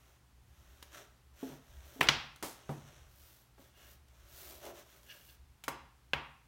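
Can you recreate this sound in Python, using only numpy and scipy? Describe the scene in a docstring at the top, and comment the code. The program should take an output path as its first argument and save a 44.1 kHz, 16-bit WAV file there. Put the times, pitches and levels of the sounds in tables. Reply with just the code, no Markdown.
"""A wooden desk in a small, fairly live room with a faint motor hum, heard from one close microphone.
A plastic drafting triangle wobbles as it is picked up, clatters onto a sheet of paper and is pressed flat.
Hands slide and turn paper and triangle: the paper hisses, the plastic edge rasps and squeaks,
and the desk groans. Then the triangle is set down again with two clacks. Each hit rings the plastic,
thumps the desk and crunches the paper."""
import sys
import numpy as np
from scipy import signal
from scipy.fft import rfft, irfft, next_fast_len
from scipy.io import wavfile

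SR = 44100
rng = np.random.default_rng(int(sys.argv[2]) if len(sys.argv) > 2 else 0)


def master(y):
    """Save y as 16-bit WAV."""
    cut = np.clip(np.atleast_2d(y).T, -1, 1)
    pcm = np.round(cut * 32767)  # scale
    wavfile.write(sys.argv[1], SR, pcm.astype(np.int16))


N = 285442
TIME = np.arange(N) / SR

# the triangle drops, rattles and falls flat; later it is set down edge by edge:
# start_s, strength_db, low_cut_hz, sharpness_hz, crunch_db, free_ring_db
EDGE_CLACKS = [ (2.011, 10.5, 257, 3040, -13, -17), (2.0290, -2, 500, 3215, -15, -6),
               (2.0420, -7, 710, 3200, -23, -8), (2.07, -5, 1200, 4400, -34, -9),
               (2.0871, 14.5, 1118, 4700, -11.5, -10), (5.6382, -14, 2240, 3460, -20.5, -15),
               (5.6807, 1, 253, 2300, -11, 7.5), (6.1341, 7, 795, 2700, -24, 5.5)]
# soft bumps of the hand on the triangle: start_s, strength_db, sharpness_hz, thud_db, crunch_db
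HAND_BUMPS = [ (1.500, -15, 800, 3, -42), (1.521, -12.5, 680, 1, -36), (2.4264, 3, 980, -2, -8.5),
              (2.6924, 2.5, 740, 21.5, -26), (3.581, -15.5, 647, -23, -41)]
# light ticks against the paper: start_s, strength_db
PAPER_TICKS = [(0.8265, -24.5), (2.0082, -12.5), (2.36, -31), (2.886, -42), (4.083, -42.5), (4.6524, -26),
               (5.0315, -38), (5.064, -45)]
# tones that stand out of the triangle's dense ring:
# pitch_hz, width_hz, gain_db, free_share (1 = rings freely while an edge is held up)
TRIANGLE_RING_MODES = [(285, 84, 1.5, 0), (546, 11, 0, 0.72), (781, 12, 0, 0), (957, 38, -2.5, 1),
                       (1075, 8.3, 2.5, 0.6), (1163, 12, 2, 1), (1396, 6.9, -6, 0.053),
                       (895, 22, -2.5, 0.42), (2026, 18, -6.5, 0.1), (2360, 22, -9, 0),
                       (2500, 20, -4, 0.13), (2737, 220, -4.5, 0.6), (3050, 22, -1.5, 0.017),
                       (3310, 27, 0.5, 0.036)]
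# the thud of the desk top: pitch_hz, width_hz, gain_db
DESK_THUD_MODES = [(140.3, 12, 0), (229.1, 10, -6.5), (317.5, 14, -11)]
# the triangle wobbles as it is lifted and swung: start_s, strength_db
WOBBLES = [(1.4286, 1), (1.96, -14.5), (1.9939, -8)]
# its bending tones: pitch_hz, width_hz, gain_db
WOBBLE_MODES = [(266, 19, 17.5), (438, 36, 9), (477, 47, 4.5), (693, 18, 4), (850, 45, -3.5)]

# hands push paper and triangle about: peak_s, rise_s, fall_s, friction_db, edge_bite_db (added for the rasp)
HAND_STROKES = [ (0.08, 0.28, 0.13, -75.5, 7), (0.781, 0.4, 0.48, -72, 6), (0.953, 0.049, .12, -61.5, 10.5),
                (1.471, 0.15, .14, -61, 5.5), (1.78, 0.26, 0.13, -70.5, 6.5),
                (1.899, 0.13, 0.44, -63.5, 3.5), (2.92, 0.75, 0.24, -73.5, 13),
                (3.27, 0.24, .24, -61.5, -6), (3.619, 0.058, .13, -67.5, 1), (3.82, 0.099, 0.18, -65, 3),
                (3.92, 0.075, 0.059, -61, -10), (4.25, 0.21, 0.13, -73, 6.5), (4.46, 0.22, 0.19, -52, -5.5),
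                (4.67, 0.087, 0.065, -56.5, 5.5), (4.785, 0.069, 0.065, -59, 4), (4.94, 0.14, 0.11, -65, 2),
                (5.13, 0.14, 0.16, -61, -2), (5.30, 0.15, 0.083, -61, -9)]
# a palm bears down and judders over the desk: peak_s, rise_s, fall_s, strength_db
PALM_JUDDERS = [(4.53, 0.11, 0.11, -59), (4.675, 0.061, 0.072, -47)]
# the desk's groan under dragging: pitch_hz, width_hz, gain_db
DESK_GROAN_MODES = [(347.2, 91, -3), (538, 38, -3), (604, 70, 0.5), (726, 430, -10), (1030, 130, -9)]
# the rasp of the dragged plastic edge: pitch_hz, width_hz, gain_db
EDGE_RASP_MODES = [(1340, 660, -0.5), (2150, 710, -1), (3057, 1400, -3), (4585, 1200, -9.5),
                   (5836, 1100, -5)]
# the colour of sliding paper: frequency_hz, density_db
PAPER_COLOUR = [(200, -34), (900, -11.5), (2500, -4.5), (4000, 0), (6300, -2.5), (8500, -3), (10500, -3),
                (12500, 2.5), (16000, 1)]
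# the plastic edge sticks and slips: peak_s, level_db, half_length_s
EDGE_SQUEAKS = [(3.827, -68, 0.086), (5.11, -55, 0.015), (5.113, -60.5, .04), (5.217, -68, .009),
                (5.295, -57.5, 0.011)]
# the tones of a squeak: pitch_hz, width_hz, gain_db
EDGE_SQUEAK_MODES = [(1680, 80, 0), (2830, 110, 3), (3400, 150, -4), (4360, 300, -11), (5900, 600, -16)]

# the room's reverb time: frequency_hz, t60_s
REVERB_DECAY = [(100, 0.79), (300, 0.3), (1000, .5), (2500, 0.5), (5000, 0.47), (13000, 0.14)]
# the reverb against the direct sound: frequency_hz, gain_db
REVERB_COLOUR = [(80, -2.5), (300, -3), (1000, -3), (2500, -6.5), (6000, -8.5), (13000, -8.5)]
# the low rumble of room and desk: frequency_hz, density_db
LOW_RUMBLE_COLOUR = [(10, -38), (25, -14), (45, -4.5), (70, 7), (85, -7), (110, -11.5), (200, -27),
                     (800, -75)]
# the rumble swells now and then: peak_s, half_length_s, level_db
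RUMBLE_SWELLS = [(0.58, 0.34, -60), (1.778, 0.19, -56.5), (2.122, 0.12, -49.5), (3.02, 0.3, -59),
                 (4.288, 0.23, -61), (5.468, 0.15, -59), (6.168, .08, -54)]
# the motor's hum: pitch_hz, level_db
MOTOR_TONES = [(59.2, -75), (118.4, -74)]
# room tone ahead of its low cut: frequency_hz, density_db
ROOM_TONE_COLOUR = [(15, -74.5), (25, -16.5), (37, -10), (59, -1), (92, -28.5), (127, -11.5), (166, -18),
                    (641, -32.5), (754, -27), (3720, -36), (16000, -43)]


def triangle_hits():
    """Hard clacks of the edge, soft bumps of the hand and light ticks on the paper."""
    track = np.zeros((2, N))
    for start_s, db, low_cut_hz, sharpness_hz, crunch_db, free_ring_db in EDGE_CLACKS:
        clack = hit(db, low_cut_hz, sharpness_hz, thud_db=db + 5.5, crunch_db=crunch_db,
                    crunch_t60_s=0.049, free_ring_db=free_ring_db)
        add(track, start_s, clack)
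    # the pad of the hand moves the whole plate and flattens the paper slowly
    for start_s, db, sharpness_hz, thud_db, crunch_db in HAND_BUMPS:
        bump = hit(db, low_cut_hz=337, sharpness_hz=sharpness_hz, thud_db=thud_db, crunch_db=crunch_db,
                   crunch_t60_s=0.36, chatter_t60_s=0.16, rolloff_order=2)
        add(track, start_s, bump)
    for start_s, db in PAPER_TICKS:
        tick = hit(db + 4.5, low_cut_hz=803, sharpness_hz=3430, thud_db=db, crunch_db=db,
                   crunch_t60_s=0.032)
        add(track, start_s, tick)
    return track


def hit(ring_db, low_cut_hz, sharpness_hz, thud_db, crunch_db, crunch_t60_s,
        free_ring_db=-5.0, snap_db=-8.5, chatter_t60_s=0.035, rolloff_order=3, size=16000):
    """One blow rings the plastic, thumps the desk and crushes the paper; rows: direct, reverb send."""
    click = signal.unit_impulse(size)
    # the flat plate buzzes against the desk for a moment after the blow
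    buzz = from_db(snap_db) * click + burst(rng.standard_normal(size), chatter_t60_s)
    # the room gathers all directions at once, which evens the buzz out into one clean click
    force = butter(np.array([buzz, click]), sharpness_hz, "low", order=rolloff_order)
    force = butter(force, low_cut_hz, "high", order=1)
    ring = triangle_ring(force, free_ring_db)
    thud = resonate(butter(click, 720, "low"), DESK_THUD_MODES)
    fibres = burst(grains(size, per_s=7000, spread_db=-1.0), crunch_t60_s)
    crunch = butter(fibres, [1200, 13000], "band", order=1)
    return from_db(ring_db) * ring + from_db(thud_db) * thud + from_db(crunch_db) * crunch


def triangle_ring(force, free_ring_db):
    """The plastic's dense, damped modes pass the blow on evenly; a few tones stand out above them."""
    ring = force
    for hz, width_hz, db, free_share in TRIANGLE_RING_MODES:
        ring = ring + resonate(ring, [(hz, width_hz, db + free_share * free_ring_db)])
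    return butter(ring, 7500, "low", order=6)


def triangle_wobbles():
    """A soft push bends the lifted plate, which springs back."""
    pushes = np.zeros(N)
    for start_s, db in WOBBLES:
        add(pushes, start_s, from_db([db]))
    return resonate(butter(pushes, 1100, "low"), WOBBLE_MODES)


def slides(groan_trim_db=-3.0, rasp_trim_db=-4.5, hiss_trim_db=-1.0):
    """Friction grains groan in the desk, rasp on the plastic edge and hiss in the paper."""
    hiss_level = rasp_level = 0
    for peak_s, rise_s, fall_s, friction_db, edge_bite_db in HAND_STROKES:
        friction = from_db(friction_db) * swell(peak_s, rise_s, fall_s)
        hiss_level = np.hypot(hiss_level, friction)
        rasp_level = np.hypot(rasp_level, from_db(edge_bite_db) * friction)
    groan_level = from_db(-6) * rasp_level   # the harder the edge bites, the more the desk groans
    for peak_s, rise_s, fall_s, db in PALM_JUDDERS:
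        groan_level = np.hypot(groan_level, from_db(db) * swell(peak_s, rise_s, fall_s))
    groan = rms_one(resonate(grains(N, per_s=2200, spread_db=1.0), DESK_GROAN_MODES))
    rasp = rms_one(resonate(grains(N, per_s=4000, spread_db=-1.5), EDGE_RASP_MODES))
    hiss = coloured(grains(N, per_s=4500, spread_db=-0.5), PAPER_COLOUR)
    return (from_db(groan_trim_db) * groan_level * groan
            + from_db(rasp_trim_db) * rasp_level * rasp
            + from_db(hiss_trim_db) * hiss_level * hiss)


def edge_squeaks():
    """Quick slips swell and fade, ringing a few sharp resonances of the edge."""
    level = sum(from_db(db) * np.exp(-np.minimum(((TIME - peak_s) / half_s) ** 2, 20))
                for peak_s, db, half_s in EDGE_SQUEAKS)
    slips = grains(N, per_s=3400, spread_db=1.0)
    return level * rms_one(resonate(slips, EDGE_SQUEAK_MODES))


def room_reverb(send, build_s=0.0058, size=35000):
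    """Diffuse echoes build up within milliseconds; the top end dies first."""
    fade_in = 1 - np.exp(-(TIME[:size] / build_s) ** 2)
    band_edges_hz = np.geomspace(60, 17000, 17)
    tail = 0
    for low, high in zip(band_edges_hz, band_edges_hz[1:]):
        centre_hz = np.sqrt(low * high)
        echoes = butter(rng.standard_normal(size), [low, high], "band") * fade_in
        gain = from_db(at_hz(REVERB_COLOUR, centre_hz)) * np.sqrt(2 * (high - low) / SR)
        tail = tail + gain * burst(echoes, at_hz(REVERB_DECAY, centre_hz))
    return signal.fftconvolve(send, tail)[:N]


def low_rumble(bed_db=-68.5, waver_db=6, wavers_per_s=6.9):
    """The low end of room and desk wavers at random and swells now and then."""
    waver = np.interp(TIME * wavers_per_s, np.arange(200), rng.uniform(-1, 1, 200))
    level = from_db(bed_db + waver_db * waver)
    for peak_s, half_s, db in RUMBLE_SWELLS:
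        level = np.hypot(level, from_db(db) * swell(peak_s, half_s, half_s))
    return level * coloured(rng.standard_normal(N), LOW_RUMBLE_COLOUR)


def motor_hum():
    """A motor hums faintly on a low tone and its octave."""
    return sum(np.sqrt(2) * from_db(db) * np.sin(2 * np.pi * (hz * TIME + rng.random()))
               for hz, db in MOTOR_TONES)


def room_tone(level_db=-71.5):
    """The steady air of the quiet room; its level is set on the part above 200 Hz."""
    air = butter(coloured(rng.standard_normal(N), ROOM_TONE_COLOUR), 132.7, "high", order=1)
    return from_db(level_db) * air / np.std(butter(air, 200, "high", order=4))


def grains(size, per_s, spread_db):
    """Paper fibres catch and let go: dense clicks of uneven size; rms 1."""
    strengths = from_db(spread_db * np.minimum(rng.exponential(1, size), 4))
    return rms_one(strengths * rng.standard_normal(size) * (rng.random(size) < per_s / SR))


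def swell(peak_s, rise_s, fall_s, speed_power=1.36):
    """The envelope of one move: speed rises and sinks to rest, and the noise grows as a power of it."""
    speed = np.sin(np.pi / 2 * np.interp(TIME, [peak_s - rise_s, peak_s, peak_s + fall_s], [0, 1, 0]))
    return speed ** speed_power


def burst(noise, t60_s):
    """Noise that dies away; unit energy."""
    fading = noise * from_db(-60 * TIME[:len(noise)] / t60_s)
    return fading / np.sqrt(np.sum(fading ** 2))


def resonate(x, modes):
    """Parallel resonators of alternating polarity."""
    out = 0
    for k, (hz, width_hz, db) in enumerate(modes):
        radius = np.exp(-np.pi * width_hz / SR)
        poles = [1, -2 * radius * np.cos(2 * np.pi * hz / SR), radius ** 2]
        gain = (-1) ** k * from_db(db) * (1 - radius ** 2) / 2
        out = out + gain * signal.lfilter([1, 0, -1], poles, x + 1e-18)
    return out


def coloured(noise, colour):
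    """Steady noise through an EQ curve; rms 1."""
    size = next_fast_len(len(noise))
    gains = from_db(at_hz(colour, np.fft.rfftfreq(size, 1 / SR)))
    return rms_one(irfft(rfft(noise, size) * gains, size)[:len(noise)])


def at_hz(curve, hz):
    """Read a curve on a log-frequency axis."""
    points_hz, values = np.transpose(curve)
    return np.interp(np.log(np.maximum(hz, 1)), np.log(points_hz), values)


def butter(x, hz, kind, order=2):
    return signal.sosfilt(signal.butter(order, hz, kind, fs=SR, output="sos"), x + 1e-18)


def add(track, start_s, sound):
    at = round(start_s * SR)
    track[..., at:at + sound.shape[-1]] += sound[..., :N - at]


def from_db(db):
    return 10 ** (np.asarray(db) / 20)


def rms_one(x):
    return x / np.sqrt(np.mean(x ** 2) + 1e-20)


def scene():
    """One microphone feeds both channels, each with a trace of hiss of its own."""
    direct, send = triangle_hits() + triangle_wobbles() + slides() + edge_squeaks()
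    channel_hiss = from_db(-101) * butter(rng.standard_normal((2, N)), 6000, "high")
    return direct + room_reverb(send) + low_rumble() + motor_hum() + room_tone() + channel_hiss


def record(dry):
    """A steep high cut at 16 kHz."""
    return signal.sosfilt(signal.ellip(10, .1, 70, 16000, fs=SR, output="sos"), dry)


dry = scene()
out = record(dry)
master(out)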